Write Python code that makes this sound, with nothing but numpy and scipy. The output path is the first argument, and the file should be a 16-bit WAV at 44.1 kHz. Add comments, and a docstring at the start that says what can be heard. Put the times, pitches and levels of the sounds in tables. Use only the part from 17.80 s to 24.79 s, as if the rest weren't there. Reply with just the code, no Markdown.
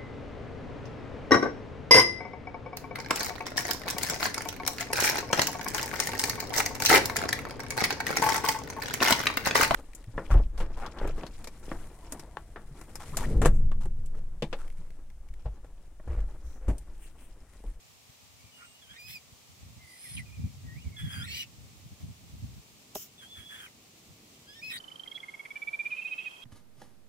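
"""Young coots beg off a lake shore: thin whines break upward into peeps and whistles.
Each voice is a vibrating membrane that jitters, splits and rasps when pushed with air.
A fainter chick answers, and one gives a short spitting sneeze: bill snaps, pops, spray.
Gusts buffet the two microphone ports over the hiss of reeds and ripples;
a dull distant drone grows toward the end."""
import sys
import numpy as np
from scipy import signal
from scipy.fft import rfft, irfft, next_fast_len
from scipy.io import wavfile
from scipy.ndimage import uniform_filter1d, map_coordinates

SR = 44100
rng = np.random.default_rng(int(sys.argv[2]) if len(sys.argv) > 2 else 0)


def to_wav(sig):
    """Store sig (one row per channel, or 1-D mono) as 16-bit WAV at the path in sys.argv[1].

    Samples outside -1..1 are clipped; the rate is SR.
    """
    pcm = np.clip(np.atleast_2d(sig), -1, 1) * 32767
    pcm = np.round(pcm).astype(np.int16)
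    wavfile.write(sys.argv[1], SR, pcm.T)  # frames by channels


N = 308259
T = np.arange(N) / SR

# One curve per call. Each row: time in seconds, pitch in Hz, tone and air push in relative dB.
WHINE_CALLS = [
    [(0.72, 1470, -75, -70), (0.77, 1440, -68, -65.5), (0.828, 1410, -79, -57), (0.86, 1440, -75, -62.5),
     (0.886, 1390, -74, -69), (0.944, 1400, -74, -68), (1.0, 1470, -77, -69)],
    [(1.012, 1690, -75, -68.5), (1.025, 1677, -65, -66), (1.063, 1520, -70, -70.5), (1.09, 1580, -67, -65),
     (1.117, 1656, -56, -62), (1.127, 1680, -70, -62), (1.175, 1900, -62, -61.5)],
    [(3.165, 1735, -58.5, -64), (3.173, 1724, -57, -67), (3.197, 1660, -54, -54.5),
     (3.231, 1690, -57, -63.5), (3.291, 1648, -59, -59.5), (3.315, 1660, -53.5, -54),
     (3.335, 1650, -49.5, -52), (3.363, 1625, -66.5, -51.5), (3.385, 1635, -51.5, -53.5),
     (3.424, 1655, -50.5, -56), (3.442, 1790, -56, -54), (3.462, 2080, -65, -57)],
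    [(5.38, 1750, -61.5, -75.5), (5.432, 1603, -58, -59), (5.486, 1695, -63, -76), (5.528, 1756, -58, -74),
     (5.572, 1692, -55.5, -59), (5.59, 1668, -59, -58.5), (5.656, 1676, -59.5, -67.5),
     (5.668, 1685, -57, -74.5), (5.722, 1689, -57.5, -56.5), (5.782, 1703, -63, -59),
     (5.794, 1667, -56.5, -56), (5.812, 1657, -64.5, -56.5), (5.852, 1540, -56, -59),
     (5.865, 1480, -62, -57.5)],
    [(6.665, 1570, -81, -76.5), (6.691, 1660, -67.5, -70.5), (6.747, 1755, -72.5, -71),
     (6.769, 1800, -73, -87), (6.787, 1790, -70, -79), (6.813, 1840, -74, -63)],
    [(6.895, 1990, -66, -66), (6.903, 1980, -60, -58), (6.915, 1890, -60, -51), (6.928, 1880, -56, -48),
     (6.942, 1970, -55, -46), (6.952, 1930, -57, -46.5), (6.964, 1917, -55, -44.5), (6.972, 1900, -57, -45)],
]
# One row per call: harmonics 1, 2, 3 in dB re tone, then rasp, low and high bill air in dB re push.
WHINE_BILL_DB = [(-29, 4.5, -28, -2, -16, -24), (-14, -2, -23, 0, -18, -18), (-12.5, -1, -25, 0, -3, -7),
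                 (-28, -2, -29, .5, -4, -6), (3, 5, 1.5, -7.5, -16.5, -11), (-12, 3, -26, -3.5, -5.5, -9)]
# Throat response at rest pitch. Each row: frequency in Hz, gain in dB.
WHINE_THROAT = [(500, -8), (1000, -0.5), (1350, 13.5), (1640, 23), (1950, 14), (2300, 12), (2750, 17),
                (3250, 16.5), (3700, -2), (4400, -9), (4900, -4), (5600, -5), (6600, 10), (12000, -25)]


def whines():
    """Low register, carried by the membrane's second harmonic."""
    return voice(WHINE_CALLS, WHINE_BILL_DB, WHINE_THROAT, rest_hz=1650,
                 tone_db=10, shimmer_db=1.8, waver=.009, jitter=.026,
                 rasp_db=5, rasp_onset_db=-67.5, rattle=.15, throb=.45, flap_db=-8,
                 thirds=(4, 5), thirds_db=-9, growl_db=8, squeal_db=-3, squeal_onset_db=-88)


# One curve per call. Each row: time in seconds, pitch in Hz, tone and air push in relative dB.
PEEP_CALLS = [
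    [(1.177, 2434, -66, -85), (1.187, 2430, -54, -79), (1.199, 2410, -54, -69.5), (1.265, 2515, -51, -71.5),
     (1.282, 2483, -53.5, -60), (1.305, 2565, -50, -57.5), (1.338, 2623, -49, -62), (1.371, 2386, -47, -71),
     (1.385, 2210, -67, -80)],
    [(2.04, 2310, -72, -67.5), (2.11, 2397, -61, -62), (2.2, 2490, -63.5, -58), (2.278, 2658, -57.5, -54),
     (2.308, 2603, -62.5, -52.5), (2.324, 2562, -56, -55.5), (2.348, 2472, -56, -53),
     (2.36, 2342, -75, -50.5)],
    [(2.365, 2970, -49, -59.5), (2.379, 2452, -45.5, -54.5), (2.399, 2052, -42, -57.5),
     (2.411, 1960, -48, -74), (2.422, 1964, -71, -76)],
    [(3.465, 2668, -53.5, -65), (3.5, 2663, -52.5, -55.5), (3.523, 2729, -53, -52), (3.542, 2830, -45, -55),
     (3.556, 3030, -49.5, -50), (3.582, 2927, -47, -51.5), (3.62, 2880, -41, -52.5),
     (3.627, 2740, -49, -54), (3.638, 2655, -54, -62), (3.645, 2490, -61, -70)],
    [(6.816, 2300, -56, -78), (6.828, 2457, -48, -74), (6.838, 2525, -44, -61), (6.879, 2559, -41.5, -61),
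     (6.896, 2566, -43, -60), (6.902, 2638, -44, -55), (6.912, 2540, -46, -55), (6.921, 2504, -40, -54)],
]
# One row per call: harmonics 1, 2, 3 in dB re tone, then rasp, low and high bill air in dB re push.
PEEP_BILL_DB = [(-3, -6.5, -18, -1, -.5, 9.5), (-24, -5.5, -25, -10.5, 1.5, -18),
                (-2.5, -23, -32.5, -4.5, 1.5, -16), (1.5, -9.5, -22, -.3, -6.5, 1),
                (1.5, -11.5, -30.5, -6, -8, -1)]
# Throat response at rest pitch. Each row: frequency in Hz, gain in dB.
PEEP_THROAT = [(700, -18), (1450, -12), (1800, 2), (2150, 14.5), (2600, 14), (3100, 12), (3700, 13.5),
               (4400, 9), (4800, 7), (5400, 11), (6300, 4), (7500, -2), (12000, -28)]


def peeps():
    """High register, where the membrane splits more strongly into thirds of its pitch."""
    return voice(PEEP_CALLS, PEEP_BILL_DB, PEEP_THROAT, rest_hz=2600,
                 tone_db=5.5, shimmer_db=1.2, waver=.00613, jitter=.03,
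                 rasp_db=7, rasp_onset_db=-73, rattle=.2, throb=.4, flap_db=2,
                 thirds=(2, 4, 5, 7, 8), thirds_db=2, growl_db=-10, squeal_db=8, squeal_onset_db=-57)


def voice(calls, bills, throat, rest_hz, tone_db, shimmer_db, waver, jitter, rasp_db, rasp_onset_db,
          rattle, throb, flap_db, thirds, thirds_db, growl_db, squeal_db, squeal_onset_db):
    """A vibrating membrane; pushed hard, it jitters, splits into thirds of its pitch and rasps."""
    gate, hz, *harmonics_db, push_db, low_air_db, high_air_db = effort(calls, bills)
    drive = above(push_db, rasp_onset_db)
    strain = drive / (drive + sum(undb(db) for db in harmonics_db))
    phase = syrinx(hz, waver, jitter * strain)
    tone = sum(undb(db) * np.sin(k * phase) for k, db in enumerate(harmonics_db, 1))
    chop = 1 + .8 * strain * walk(450)
    tone *= chop * undb(tone_db + shimmer_db * walk(90))
    split = undb(thirds_db) * split_tones(hz, phase, thirds)
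    rasp = undb(rasp_db) * throat_rasp(hz, rest_hz, throat, flap_db, rattle)
    growl = undb(growl_db) * strain * np.sin(phase)
    pulsing = unit(1 + throb * np.cos(syrinx(hz / 12, waver=.15, jitter=.2)))
    hoarse = drive * pulsing * (rasp + split + growl)
    squeal = undb(squeal_db) * above(low_air_db, squeal_onset_db) * bill_squeal(hz, phase)
    return gate * (tone + squeal + hoarse + bill_air(low_air_db, high_air_db))


def effort(calls, bills):
    """Gate, pitch and six levels: harmonics follow the tone; rasp and bill air follow the push."""
    shaped = []
    for call, bill in zip(calls, np.array(bills)):
        shaped.append([(s, hz, *(tone_db + bill[:3]), *(push_db + bill[3:]))
                       for s, hz, tone_db, push_db in call])
    return phrases(shaped, edge_s=.0021)


def syrinx(hz, waver, jitter):
    """Phase of a membrane whose pitch trembles slowly and jitters fast."""
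    return 2 * np.pi * np.cumsum(hz * (1 + waver * walk(70) + jitter * walk(900))) / SR


def split_tones(hz, phase, thirds):
    """Wandering partials at thirds of the pitch; the throat passes 2.2-4.5 kHz best."""
    out = np.zeros(N)
    for k in thirds:
        throat_gain = np.interp(k * hz / 3, [1500, 2200, 4500, 7000], [.5, 1, 1, .4])
        out += throat_gain * (1 + .5 * walk(160)) * np.sin(k * phase / 3 + 1.1 * walk(450))
    return out


def throat_rasp(hz, rest_hz, throat, flap_db, rattle):
    """Turbulence and irregular flaps; the throat tightens with pitch, so its resonances glide."""
    flap_phase = syrinx(hz / 6, waver=.04, jitter=.05)
    flaps = unit(np.exp(60 * (np.cos(flap_phase) - 1)))
    at_rest = colour(rng.standard_normal(N) + undb(flap_db) * flaps, throat)
    gliding = map_coordinates(at_rest, [np.cumsum(hz / rest_hz)], mode="mirror")
    return gliding * unit(np.exp(rattle * walk(300)))


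def bill_squeal(hz, phase, resonance_hz=9800, width_hz=1000):
    """Whichever high harmonic meets the bill's resonance squeals."""
    squeal = sum(np.exp(-((k * hz - resonance_hz) / width_hz) ** 2) * np.sin(k * phase)
                 for k in (4, 5, 6))
    return squeal * (1 + .9 * walk(400))


def bill_air(low_db, high_db):
    """Air forced through the bill rings two treble bands."""
    low_hz_db = [(7000, -48), (8400, 7), (10000, 13), (10600, -2), (11400, 2), (12600, -4)]
    high_hz_db = [(10500, 9), (12400, -2), (13600, 8.5), (15000, -2), (15700, 2)]
    low = above(low_db, -81) * colour(rng.standard_normal(N), low_hz_db)
    high = above(high_db, -85) * colour(rng.standard_normal(N), high_hz_db)
    return (low + undb(-3) * high) * undb(1.7 * walk(150))


# Each row: start and length in seconds, first, middle and last pitch in Hz, relative level in dB,
# attack in seconds, trill depth from 0 to 1.
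WHISTLE_NOTES = [ (0.575, 0.13, 2065, 2380, 2240, -69, 0.022, 0.5),
                 (0.747, 0.21, 8750, 8330, 8450, -65.5, .02, 0),
                 (0.997, 0.17, 9000, 9100, 8900, -72, .02, 0), (1.153, 0.04, 2320, 2150, 1840, -61, .01, 0),
                 (1.981, 0.2, 2090, 2034, 1976, -59.5, 0.033, 0.9),
                 (2.234, 0.045, 2320, 2070, 1860, -56, 0.019, 0.02),
                 (2.361, .03, 3600, 2946, 2300, -48, .012, .4),
                 (2.451, 0.056, 2520, 2460, 2305, -62.5, 0.0073, 0),
                 (2.511, 0.073, 2440, 2466, 2324, -60.5, .01, 0.1),
                 (2.589, 0.097, 2320, 2400, 2310, -67, .01, .4),
                 (2.84, 0.13, 1936, 1883, 1954, -57.5, 0.055, 0),
                 (2.952, 0.082, 1916, 2520, 2910, -60, .01, 0.2),
                 (3.039, 0.059, 2420, 2220, 2130, -62.5, .01, .4),
                 (3.116, 0.12, 2260, 2086, 1910, -60, .008, 0.1),
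                 (3.235, 0.048, 2200, 2020, 1975, -63, 0.0073, 0),
                 (3.318, 0.11, 5110, 4690, 5240, -53.5, 0.0087, 0),
                 (3.385, 0.077, 1522, 1423, 1393, -51.5, 0.017, .3),
                 (3.463, 0.0297, 2620, 2070, 1823, -50, 0.0062, 0),
                 (3.465, .05, 7990, 7900, 7800, -57, .008, 0),
                 (3.474, 0.11, 4320, 4440, 4860, -48, 0.013, 0.8),
                 (3.502, 0.084, 2350, 2320, 2420, -49, 0.035, .9),
                 (5.853, 0.033, 2750, 2290, 1920, -55.5, .007, 0.1),
                 (6.545, 0.033, 3360, 3050, 3030, -65.5, .008, 0),
                 (6.725, 0.059, 2850, 3100, 3380, -58, 0.0069, 0),
                 (6.84, 0.03, 4255, 4225, 4270, -54, 0.0071, 0),
                 (6.972, 0.036, 4590, 4560, 4540, -42.5, 0.0031, 0), ]
# Each row: relative level in dB, pitch jitter in Hz.
JITTER_BY_LEVEL = [(-66, 80), (-58, 52), (-48, 48)]


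def whistles(release_s=.004, trill_hz=47, smooth_share=.35):
    """Thin whistles and chips bend through an arc and may trill; softer ones are breathier."""
    out = np.zeros(N)
    waver, jitter, shimmer = .0059 * walk(70), walk(900), undb(1.7 * walk(100))
    for start_s, length_s, first_hz, middle_hz, last_hz, db, attack_s, depth in WHISTLE_NOTES:
        on = (T >= start_s) & (T < start_s + length_s)
        age_s = T[on] - start_s
        arc = np.polyfit([0, .5, 1], [first_hz, middle_hz, last_hz], 2)
        hz = np.polyval(arc, age_s / length_s)
        jitter_hz = np.interp(db, *np.transpose(JITTER_BY_LEVEL))
        phase = 2 * np.pi * np.cumsum(hz * (1 + waver[on]) + jitter_hz * jitter[on]) / SR
        envelope = np.minimum(age_s / attack_s, 1) * np.minimum((length_s - age_s) / release_s, 1)
        trill_ramp = np.clip((age_s - smooth_share * length_s) * 2 * trill_hz, 0, 1)
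        trill = unit(1 - depth * trill_ramp * np.cos(2 * np.pi * trill_hz * age_s))
        tilt_db = np.interp(hz, [2500, 4300], [3, 1])
        out[on] += undb(db + tilt_db) * envelope * trill * shimmer[on] * np.sin(phase)
    return out


# Each row: start in seconds, level in dB, centre and width in Hz, decay in seconds.
BILL_SNAPS = [(5.1526, -22, 13500, 8000, .0008), (5.1528, -32, 4500, 4000, .001),
              (5.1558, -30, 7000, 12000, .0012)]
# Each row: start in seconds, level in dB, pitch in Hz, decay in seconds.
AIR_POPS = [(5.1560, -23.5, 760, 0.0011), (5.1608, -29, 636, 0.0043), (5.1606, -34, 405, 0.0058),
            (5.165, -28.5, 690, 0.00034)]
# Each row: frequency in Hz, gain in dB.
SPRAY_SPECTRUM = [(1000, -9), (2000, -13), (3100, 1.5), (4200, -17), (5300, 4.5), (7200, 4), (8600, -5),
                  (11500, -3.5), (13800, 8), (15500, 3.5)]
# Each row: time in seconds, level in dB.
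SPRAY_ENVELOPE = [(5.1525, -33), (5.156, -43), (5.17, -40.5), (5.19, -45), (5.23, -43.5), (5.25, -52),
                  (5.275, -57)]


def sneeze():
    """The bill snaps, air pops out, and a fine spray hisses after it."""
    gate, spray_db = phrases([SPRAY_ENVELOPE], edge_s=.011)
    out = gate * colour(stereo_noise(.047), SPRAY_SPECTRUM) * undb(spray_db + .89 * walk(550))
    for start_s, db, hz, width_hz, decay_s in BILL_SNAPS:
        band_hz_db = [(max(hz - width_hz / 2, 500), -4), (hz, 0), (hz + width_hz / 2, -4)]
        envelope = (T >= start_s) * np.exp(-np.abs(T - start_s) / decay_s)
        out += undb(db) * envelope * colour(stereo_noise(.024), band_hz_db)
    for start_s, db, hz, decay_s in AIR_POPS:
        age_s = np.maximum(T - start_s, 0)
        out += undb(db) * np.sin(2 * np.pi * hz * age_s) * np.exp(-age_s / decay_s)
    return out


# Each row: frequency in Hz, phase lag of the left port in radians.
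LEFT_PORT_LAG = [(0, -1), (1700, 2.05), (1790, 5), (1950, 5), (2330, 7), (2580, 8), (2680, 10.5), (2900, 9),
                 (3080, 8), (3400, 8), (4400, 14.5), (5200, 13), (9000, 20.5), (14000, 25.5)]


def over_water(x, wet_db, t60_s, pan_db):
    """The two ports hear the birds out of step; reeds and bank scatter a short tail."""
    size = next_fast_len(N)
    lag_rad = np.interp(np.arange(size // 2 + 1) * SR / size, *np.transpose(LEFT_PORT_LAG))
    left = irfft(rfft(x, size) * np.exp(-1j * lag_rad), size)[:N]
    direct = np.array([left * undb(pan_db / 2), x * undb(-pan_db / 2)])
    age_s = T[:SR // 2]
    tail = rng.standard_normal((2, len(age_s))) * undb(-60 * age_s / t60_s) * (age_s > .003)
    tail /= np.sqrt(np.sum(tail ** 2, axis=1, keepdims=True))
    return direct + undb(wet_db) * signal.fftconvolve(x[None], tail, axes=1)[:, :N]


# Each row: time in seconds, relative level in dB.
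GUST_ENVELOPE = [(0.0, -70.5), (0.64, -67.5), (0.82, -70.5), (1.75, -71.5), (1.87, -55), (2.2, -74.5),
                 (2.33, -60), (2.49, -52), (2.74, -45.5), (3.02, -54.5), (3.39, -49.5), (3.56, -50),
                 (3.63, -64), (3.95, -61.5), (4.36, -60.5), (4.65, -48.5), (4.78, -55.5), (4.84, -65),
                 (5.04, -73), (6.99, -87)]
# Each row: centre in seconds, relative peak in dB, length in seconds.
WIND_BUFFETS = [(0.298, -57, 0.024), (0.43, -58, .03), (0.649, -56, 0.088), (1.117, -57, 0.05),
                (1.303, -54.5, 0.17), (1.53, -52.5, 0.022), (1.716, -54.5, 0.071), (1.832, -48.5, 0.033),
                (1.924, -56, 0.06), (1.975, -48, 0.037), (2.04, -59, 0.073), (2.312, -48, 0.044),
                (2.384, -39.5, 0.12), (2.602, -36, 0.072), (2.65, -31, 0.061), (2.777, -50, 0.059),
                (2.855, -42, 0.051), (2.967, -42, 0.087), (3.069, -33.5, 0.05), (3.107, -43.5, 0.038),
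                (3.25, -32.5, 0.089), (3.393, -38, 0.11), (3.82, -49, 0.13), (4.061, -46, 0.047),
                (4.128, -46, 0.047), (4.242, -39, 0.071), (4.299, -41.5, 0.064), (4.44, -55, 0.077),
                (4.548, -40, 0.032), (4.641, -33, 0.038), (4.777, -46.5, 0.068), (5.592, -50, 0.056),
                (6.307, -51.5, 0.053)]
# Each row: frequency in Hz, gain in dB.
EDDY_SPECTRUM = [(25, -42), (40, -21), (64, 2.5), (88, 3), (120, 1), (170, -5), (280, -17.5), (400, -46),
                 (700, -52)]


def wind(gust_gain_db=2.5, flutter_db=3, flutter_hz=13, fine_gain_db=-13.5, fine_onset_db=-47.5):
    """Eddies push on the ports: a low flutter with short buffets; hard ones shed finer eddies."""
    power = undb(curves(GUST_ENVELOPE)[0] + gust_gain_db + flutter_db * walk(flutter_hz)) ** 2
    for centre_s, db, length_s in WIND_BUFFETS:
        power += undb(db) ** 2 * np.exp(-np.pi * np.minimum((2 * (T - centre_s) / length_s) ** 2, 20))
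    eddies = colour(stereo_noise(.027), EDDY_SPECTRUM)
    # Levelled so that each buffet carries its full force.
    eddies /= np.sqrt(uniform_filter1d(np.mean(eddies ** 2, axis=0), int(.0563 * SR)))
    fine = colour(stereo_noise(.1), [(110, -12), (170, -2.5), (240, -4), (340, -24)])
    fine *= undb(fine_gain_db) * above(10 * np.log10(power), fine_onset_db)
    return undb(.5) * np.sqrt(power) * eddies + fine


# Each row: frequency in Hz, gain in dB.
SHORE_SPECTRUM = [(150, -50), (260, 6), (298, -45), (399, -2), (524, -4), (666, -1), (954, -4),
                  (1170, -3.5), (1540, -10), (2280, -3), (2490, -3), (4370, -4), (7300, -4.5), (10600, -13),
                  (15500, -10.5)]


def shore(level_db=-58.14):
    """Reeds and ripples hiss almost evenly."""
    ripple_db = .25 * walk(3) + .4 * walk(25)
    return colour(stereo_noise(.0099), SHORE_SPECTRUM) * undb(level_db + ripple_db)


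# Each row: frequency in Hz, gain in dB.
DRONE_SPECTRUM = [(41, -4), (70, -8.5), (107, 1), (140, -3), (233, -2), (447, -10.5), (670, -16.5),
                  (924, -30), (1200, -76), (1560, -71), (2640, -120)]
# Each row: time in seconds, level in dB.
DRONE_ENVELOPE = [(0, -75), (3.8, -63), (4.6, -65.5), (5.4, -61.5), (6.3, -62), (6.99, -60)]


def drone():
    """A dull drone grows far away."""
    rumble = colour(stereo_noise(.95), DRONE_SPECTRUM)
    return rumble * undb(curves(DRONE_ENVELOPE)[0] + .64 * walk(16))


def undb(db):
    """Decibels to gain."""
    return 10 ** (np.asarray(db) / 20)


def unit(x):
    """Scale to rms 1."""
    return x / np.sqrt(np.mean(np.abs(x) ** 2))


def above(db, threshold_db):
    """Gain of a sound that only sets in over a threshold."""
    return np.sqrt(np.maximum(undb(db) ** 2 - undb(threshold_db) ** 2, 0))


def colour(x, points):
    """Filter by (Hz, dB) points, falling steeply beyond the ends; rms 1."""
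    hz, db = np.transpose(points)
    size = next_fast_len(N)
    log_hz = np.log(np.maximum(np.arange(size // 2 + 1) * SR / size, 1))
    beyond = np.abs(log_hz - np.clip(log_hz, np.log(hz[0]), np.log(hz[-1])))
    gain = undb(np.interp(log_hz, np.log(hz), db) - 400 * beyond)
    return unit(irfft(rfft(x, size) * gain, size)[..., :N])


def walk(rate_hz):
    """Smooth random curve, rms 1."""
    hold = max(int(SR / rate_hz), 1)
    steps = np.repeat(rng.standard_normal(N // hold + 1), hold)
    return unit(uniform_filter1d(steps, hold)[:N])


def stereo_noise(correlation):
    """Left and right white noise, partly alike."""
    mid, side = rng.standard_normal((2, N))
    return np.sqrt(1 + correlation) * mid + np.sqrt(1 - correlation) * np.array([side, -side])


def curves(rows):
    """Columns of a timed table at every sample."""
    times_s, *columns = np.transpose(rows)
    return [np.interp(T, times_s, column) for column in columns]


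def phrases(calls, edge_s):
    """A gate that opens during each call, then the curves of all calls."""
    gate = sum(np.clip(np.minimum(T - call[0][0], call[-1][0] - T) / edge_s + .5, 0, 1)
               for call in calls)
    rows = sorted(tuple(row) for call in calls for row in call)
    return [np.minimum(gate, 1)] + curves(rows)


def scene():
    """Chicks on the water, wind, shore and drone."""
    chicks = over_water(whines() + peeps() + whistles(), wet_db=-5, t60_s=.073, pan_db=-1)
    return chicks + sneeze() + wind() + shore() + drone()


def record(dry):
    """The recorder cuts the deepest bass and the top."""
    low_hz, top_hz = 36, 15750
    highpass = signal.butter(2, low_hz, "highpass", fs=SR, output="sos")
    lowpass = signal.ellip(10, .2, 70, top_hz, fs=SR, output="sos")
    return signal.sosfilt(lowpass, signal.sosfilt(highpass, dry))


dry = scene()
out = record(dry)
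to_wav(out)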